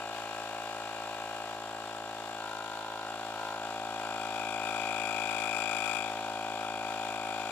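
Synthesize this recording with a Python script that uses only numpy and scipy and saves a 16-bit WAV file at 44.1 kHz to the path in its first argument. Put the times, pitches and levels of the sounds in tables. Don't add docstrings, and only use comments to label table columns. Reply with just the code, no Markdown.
import sys
import numpy as np
from scipy import signal
from scipy.fft import rfft, irfft, next_fast_len
from scipy.io import wavfile
from scipy.ndimage import map_coordinates

SR = 44100
rng = np.random.default_rng(int(sys.argv[2]) if len(sys.argv) > 2 else 0)


def generate_wav(signal):
    frames = np.transpose(np.atleast_2d(signal))
    scaled = np.clip(frames, -1, 1) * 32767
    pcm = np.round(scaled).astype(np.int16)
    wavfile.write(sys.argv[1], SR, pcm)


N = 331191


def amp(db):
    return 10 ** (np.asarray(db) / 20)


def unit(x):
    return x / np.sqrt(np.mean(x ** 2) + 1e-20)


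def along(points, hz):
    point_hz, values = np.transpose(points)
    return np.interp(np.log(hz + 1), np.log(point_hz + 1), values)


def curves(rows):
    time_s, *columns = np.transpose(rows)
    return [np.interp(np.arange(N) / SR, time_s, column) for column in columns]


def filtered(x, response):
    size = next_fast_len(N + 8192)
    return irfft(rfft(x, size) * response(np.fft.rfftfreq(size, 1 / SR)), size)[..., :N]


def modes(table):
    def response(f):
        total = 0
        for k, (centre, width, level_db) in enumerate(table):
            damping = 1j * f * width
            total = total + (-1) ** k * amp(level_db) * damping / (centre * centre - f * f + damping)
        return total
    return response


def wobble(rate):
    return map_coordinates(rng.standard_normal(300), [1 + np.arange(N) * rate / SR])


def by_turn(turns):
    return map_coordinates(rng.standard_normal(500), [turns + 1])


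def load(turns, at, rise, fall, rest_db):
    from_peak = (turns - at + rise) % 1 - rise
    rising = np.sin(np.pi / 2 * (1 + from_peak / rise)) ** 2
    falling = np.exp(-np.abs(from_peak) / fall)
    return amp(rest_db) + np.where(from_peak < 0, rising, falling)


# start_s, end_s
ROCKING_SPANS = [(2.389, 3.066), (3.355, 3.586), (4.032, 4.054)]
ROCK_EDGE_S = .08


def rocking():
    t = np.arange(N) / SR
    total = 0
    for start_s, end_s in ROCKING_SPANS:
        tips_in = np.clip((t - start_s) / ROCK_EDGE_S + .5, 0, 1)
        tips_out = np.clip((end_s - t) / ROCK_EDGE_S + .5, 0, 1)
        total = total + tips_in * tips_out
    return total


HAND_LIFTS_S, HAND_GONE_S, SETTLED_S = 1.4, 1.6, 4.2


def resting():
    rocks = rocking()
    held = curves([(HAND_LIFTS_S, 1), (SETTLED_S, 0)])[0] * (1 - rocks)
    return held, rocks, 1 - held - rocks


# time_s, extra_rattle_db
JOLTS = [(1.75, 3), (2.4, 5), (3.1, 8), (3.43, 3), (3.65, 5.5), (4.06, 7), (5.63, 2.5)]
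JOLT_RISE_S, JOLT_FALL_S = 0.073, 0.092


def jolts_db():
    t = np.arange(N) / SR
    total = 0
    for time_s, extra_db in JOLTS:
        spread_s = np.where(t < time_s, JOLT_RISE_S, JOLT_FALL_S)
        total = total + extra_db * np.exp(-np.abs(t - time_s) / spread_s)
    return total


# time_s, speed_turns_per_s
CRANK_SPEED = [(0, 55.126), (0.8, 54.943), (2.2, 54.964), (3.2, 55.023), (4.2, 54.943), (4.7, 54.663),
               (6.2, 54.697), (7.51, 54.466)]
ROCK_DRAG = .795


def crank_turns():
    speed = curves(CRANK_SPEED)[0] - ROCK_DRAG * rocking()
    return .8 + np.cumsum(speed) / SR + 0.0019 * wobble(9)


# time_s, treble_left_minus_right_db (before the shading share)
FACING_TILT = [(0, 7), (2.1, 6.5), (2.65, 8), (2.87, 5.5), (4.12, 8), (4.45, 10), (4.9, 11.5), (5.5, 13),
               (5.85, 14), (6.0, 13), (6.15, 7.5), (7.51, 9.5)]


def facing_db():
    return curves(FACING_TILT)[0]


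# time_s, gain_db
NEARNESS = [(0, 0), (2.9, 0), (4.75, 4), (5.7, 3.5), (6.15, 3), (7.51, 3)]
LAYER_LEVELS = dict(hum=(-50.5, -0.5, -1, 0, 1, 0), knock=(-42, 1.05, 0.5, 0.04, 1.52, -0.09),
                upper=(-49, 1.5, 3, 0.48, .6, 0.32), whine=(-54, 7, 0, 0, 3.5, 1.67),
                reed=(-51.5, -6.5, 4, -0.5, -0.5, 1), overtones=(-55.5, 1.1, -1.5, 0.5, 0.1, 1.47),
                air=(-63, 1.2, 0, 0, 0.4, 0.13), rod=(-51, 3, 0, 0.5, -0.3, 0))
AHEAD_DB = 7


def levels():
    hand = curves([(HAND_LIFTS_S, 1), (HAND_GONE_S, 0)])[0]
    near_db = curves(NEARNESS)[0]
    causes = np.array([np.ones(N), hand, rocking(), jolts_db(), near_db, facing_db() - AHEAD_DB])
    return {name: np.array(row) @ causes for name, row in LAYER_LEVELS.items()}


# pitch_hz, density_db_per_hz
BACKGROUND_COLOUR = [(20, -11), (90, -5), (400, -1), (9000, -31)]


def background():
    noise = rng.standard_normal((2, N))
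    return amp(-65.5) * unit(filtered(noise, lambda f: amp(along(BACKGROUND_COLOUR, f))))


# pitch_hz, density_db_per_hz
AIR_COLOUR = [(150, -35), (500, -6), (800, 2), (1400, -7.5), (2020, -9), (2700, -10), (3500, -7),
              (4900, -15.5), (6200, -17), (7900, -21.5), (8900, -26), (10200, -27), (11600, -28.5),
              (13300, -31.5), (15600, -32)]


def air(turns, level_db):
    gate = load(turns, -0.059, 0.28, 0.41, rest_db=3.0) * amp(0.84 * wobble(12))
    flow = gate * rng.standard_normal((2, N))
    return amp(level_db + 17.0) * unit(filtered(flow, lambda f: amp(along(AIR_COLOUR, f))))


# pitch_hz, width_hz, level_db
SEAM_MODES = [(1338, 143, -8), (5770, 350, -28), (8560, 700, -30.5), (9200, 560, -31.5),
              (10500, 650, -39.5), (13200, 1200, -43)]


def seams(turns, tilt_db):
    gate = load(turns, -0.03, 0.22, 0.16, rest_db=-9) * amp(2.1 * wobble(23))
    buzz = gate * rng.standard_normal((2, N))

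    def ring(f):
        return sum(amp(db) * modes([(hz, width, 0)])(f) ** 2 for hz, width, db in SEAM_MODES)
    return amp(2.03 * tilt_db - 69.0) * unit(filtered(buzz, ring))


# pitch_hz, width_hz, level_db
REED_MODES = [(3280, 500, -5), (3583, 350, -4.5), (3810, 240, -29)]


def valve(turns, level_db):
    _, rocks, settled = resting()
    flap = np.cos(2 * np.pi * 61 * turns) + .6 * np.cos(2 * np.pi * 66 * turns)
    chatter = amp(-8) * settled * flap + rng.standard_normal((2, N)) * 1.03
    gate = load(turns, -0.078, 0.21, 0.19, rest_db=-28) * amp(0.81 * by_turn(turns))
    charge = gate * chatter
    reed = unit(filtered(charge, lambda f: modes(REED_MODES)(f) / (1 + (3050 / (f + 1)) ** 16)))
    loose = unit(filtered(charge, lambda f: modes([(4050, 800, 0)])(f) ** 2))
    return amp(level_db - 2.5) * (reed + 0.44 * rocks * loose)


def repeating(turns):
    return np.interp(turns % 1, np.arange(512) / 512, rng.standard_normal(512), period=1)


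# pitch_hz, density_db_per_hz
CLATTER_COLOUR = [(1700, -13), (1820, 14.5), (2050, 6), (2500, 9.5), (2950, 18), (3200, -13), (3600, 11.5),
                  (4400, 5), (5000, -12)]


def linkage(turns, level_db):
    surfaces = repeating(turns + 0.0007 * by_turn(turns))
    pattern = load(turns, 0.044, 0.13, 0.36, rest_db=-21) * surfaces
    colour = [(1500, -90), *CLATTER_COLOUR]
    return amp(level_db - 3.0) * unit(filtered(pattern, lambda f: amp(along(colour, f))))


# multiple_of_mesh_rate, level_db
MESH_TONES = [(1, 0), (2, 0), (3, 5), (4, -14)]
TEETH = 45


def gears(turns, whine_db, overtone_db):
    shaft_lag = 1.5 * np.sin(2 * np.pi * (turns + 0.56))
    angle = 2 * np.pi * TEETH * turns + shaft_lag + 0.025 * by_turn(turns)
    press = load(turns, -0.21, .19, 0.13, rest_db=-24)
    noise = rng.standard_normal((len(MESH_TONES), N))
    grind = filtered(noise, lambda f: 1 / (1 + (f / 240) ** 4))
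    phases = [k * angle + 0.36 * k ** 0.49 * unit(g) for (k, _), g in zip(MESH_TONES, grind)]
    back = amp(-7) * load(turns, 0.16, .2, .16, rest_db=-12) * np.cos(phases[0] + 2.4)
    whine = unit((press * np.cos(phases[0]) + back) * amp(1.2 * by_turn(turns)))
    second, *higher = [amp(db) * np.cos(p) for (_, db), p in zip(MESH_TONES[1:], phases[1:])]
    overtones = (0.59 + 0.32 * resting()[2]) * second + sum(higher)
    overtones = unit(press * amp(1.25 * by_turn(turns)) * overtones)
    return amp(whine_db - 6.0) * whine + amp(overtone_db - 1.0) * overtones


# multiple_of_crank_speed, held_db, rocking_db, settled_db
CASING_HARMONICS = [(1, -21.4, -21.2, -24.5), (2, -12.7, -12.7, -15.5), (3, -26.2, -22.6, -27.9),
                    (4, -12.2, -12.4, -13.0), (5, -14.5, -14.3, -12.5), (6, -7.6, -7.7, -10.6),
                    (7, -11.3, -11.0, -13.1), (8, -10.8, -10.4, -15.4), (9, -25.4, -26.4, -23.6),
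                    (10, -4.9, -5.1, -9.5), (11, -3.8, -5.8, -7.1), (12, -6.0, -5.1, -12.1),
                    (13, -2.5, -7.1, -5.4), (14, -1.2, -2.6, 0.0), (15, 0.0, -0.7, -4.8),
                    (16, -32.2, -5.4, -16.5), (17, -7.6, -4.6, -6.9), (18, -8.0, 0.0, -13.6),
                    (19, -10.1, -3.7, -14.7), (20, -8.4, -25.0, -18.0), (21, -12.1, -28.9, -16.9),
                    (22, -17.5, -20.5, -18.4), (23, -18.6, -21.8, -18.7), (24, -7.6, -7.8, -14.3),
                    (25, -16.5, -6.5, -17.0), (26, -22.0, -2.4, -32.1), (27, -21.3, -15.8, -13.1),
                    (28, -13.3, -20.6, -16.2), (29, -6.7, -5.0, -12.9), (30, -10.4, -16.3, -26.1),
                    (31, -23.9, -15.5, -32.5), (32, -18.6, -35.7, -29.4)]


def stroke(turns, first, last):
    rows = [row for row in CASING_HARMONICS if first <= row[0] <= last]
    k, *levels_db = np.array(rows).T
    bounce = .6 * (k > 18) * np.exp(-2j * np.pi * k * .073)
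    blow = modes([(5, 35, 0)])(k) * (1 + bounce)
    rebound = modes([(11.7, 1.1, 15.5)])(k) * np.exp(-2j * np.pi * k * .17)
    phase = np.angle(rebound - blow)[:, None]
    angle = np.arange(1025) / 1024
    cycles = amp(levels_db) @ np.cos(2 * np.pi * np.outer(k, angle) + phase)
    return sum(share * unit(np.interp(turns % 1, angle, cycle)) for share, cycle in zip(resting(), cycles))


# pitch_hz, width_hz, level_db
RATTLE_MODES = [(667, 40, -1.5), (787, 150, -2), (910, 51, -13), (1398, 87, -3), (1470, 290, -12)]


def piston(turns, levels_db):
    shake = load(turns, 0.02, 0.042, 0.27, rest_db=8.0) * amp(jolts_db()) * rng.standard_normal(N)

    def rattle_response(f):
        return modes(RATTLE_MODES)(f) / (1 + (480 / (f + 1)) ** 6) / (1 + (f / 1700) ** 12)
    rattle = filtered(shake, rattle_response)
    low = filtered(rattle, lambda f: 1 / (1 + (f / 1120) ** 12))
    # first and last crank multiple, scatter_db, rattle noise
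    bands = [(0.998, 8, 0.12, 0 * low),
             (9.02, 20, 0.07, amp(-15.5) * unit(low)),
             (20.76, 32, 0.26, amp(-9.5) * unit(rattle - low))]
    late = turns + 0.00085 * by_turn(turns)
    out = 0
    for level_db, (first, last, scatter_db, noise) in zip(levels_db, bands):
        ring = stroke(late, first=first, last=last)
        out = out + amp(level_db) * unit(amp(scatter_db * by_turn(turns)) * ring + noise)
    return out


# pitch_hz, fixed_left_lead_db, share_of_treble_tilt
BODY_SHADE = [(60, 2.4, 0), (300, .2, .3), (700, -.4, .3), (1300, -5, .75), (2400, -2.8, 1.5),
              (4400, -3, 1.4), (8100, 8, .85), (15000, 1.2, .95)]


def microphone(sound, tilt_db):
    def lead(f):
        return np.exp(2j * np.pi * f * np.array([[1.8], [-1.8]]) / SR)
    hz, t, spectrum = signal.stft(filtered(sound, lead), SR, nperseg=512)
    shade = np.array(BODY_SHADE)
    lead_db = along(shade[:, [0, 1]], hz)[:, None]
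    tilt_share = along(shade[:, [0, 2]], hz)[:, None]
    ratio = amp(-lead_db - tilt_share * np.interp(t, np.arange(N) / SR, tilt_db))
    gains = 2 * np.array([1 / (1 + ratio), ratio / (1 + ratio)])
    return signal.istft(spectrum * gains, SR, nperseg=512)[1][:, :N]


def scene():
    turns = crank_turns()
    db, tilt_db = levels(), facing_db()
    wide = background() + air(turns, db['air']) + seams(turns, tilt_db) + valve(turns, db['reed'])
    wide = wide + filtered(wide[::-1] - wide, lambda f: .5 / (1 + (f / 1300) ** 3))
    direct = linkage(turns, db['rod']) + gears(turns, db['whine'], db['overtones'])
    direct = direct + piston(turns, [db['hum'], db['knock'], db['upper']])
    return microphone(direct + wide, tilt_db)


TOP_HZ = 15650


def record(dry):
    return filtered(dry, lambda hz: hz < TOP_HZ)


dry = scene()
out = record(dry)
generate_wav(out)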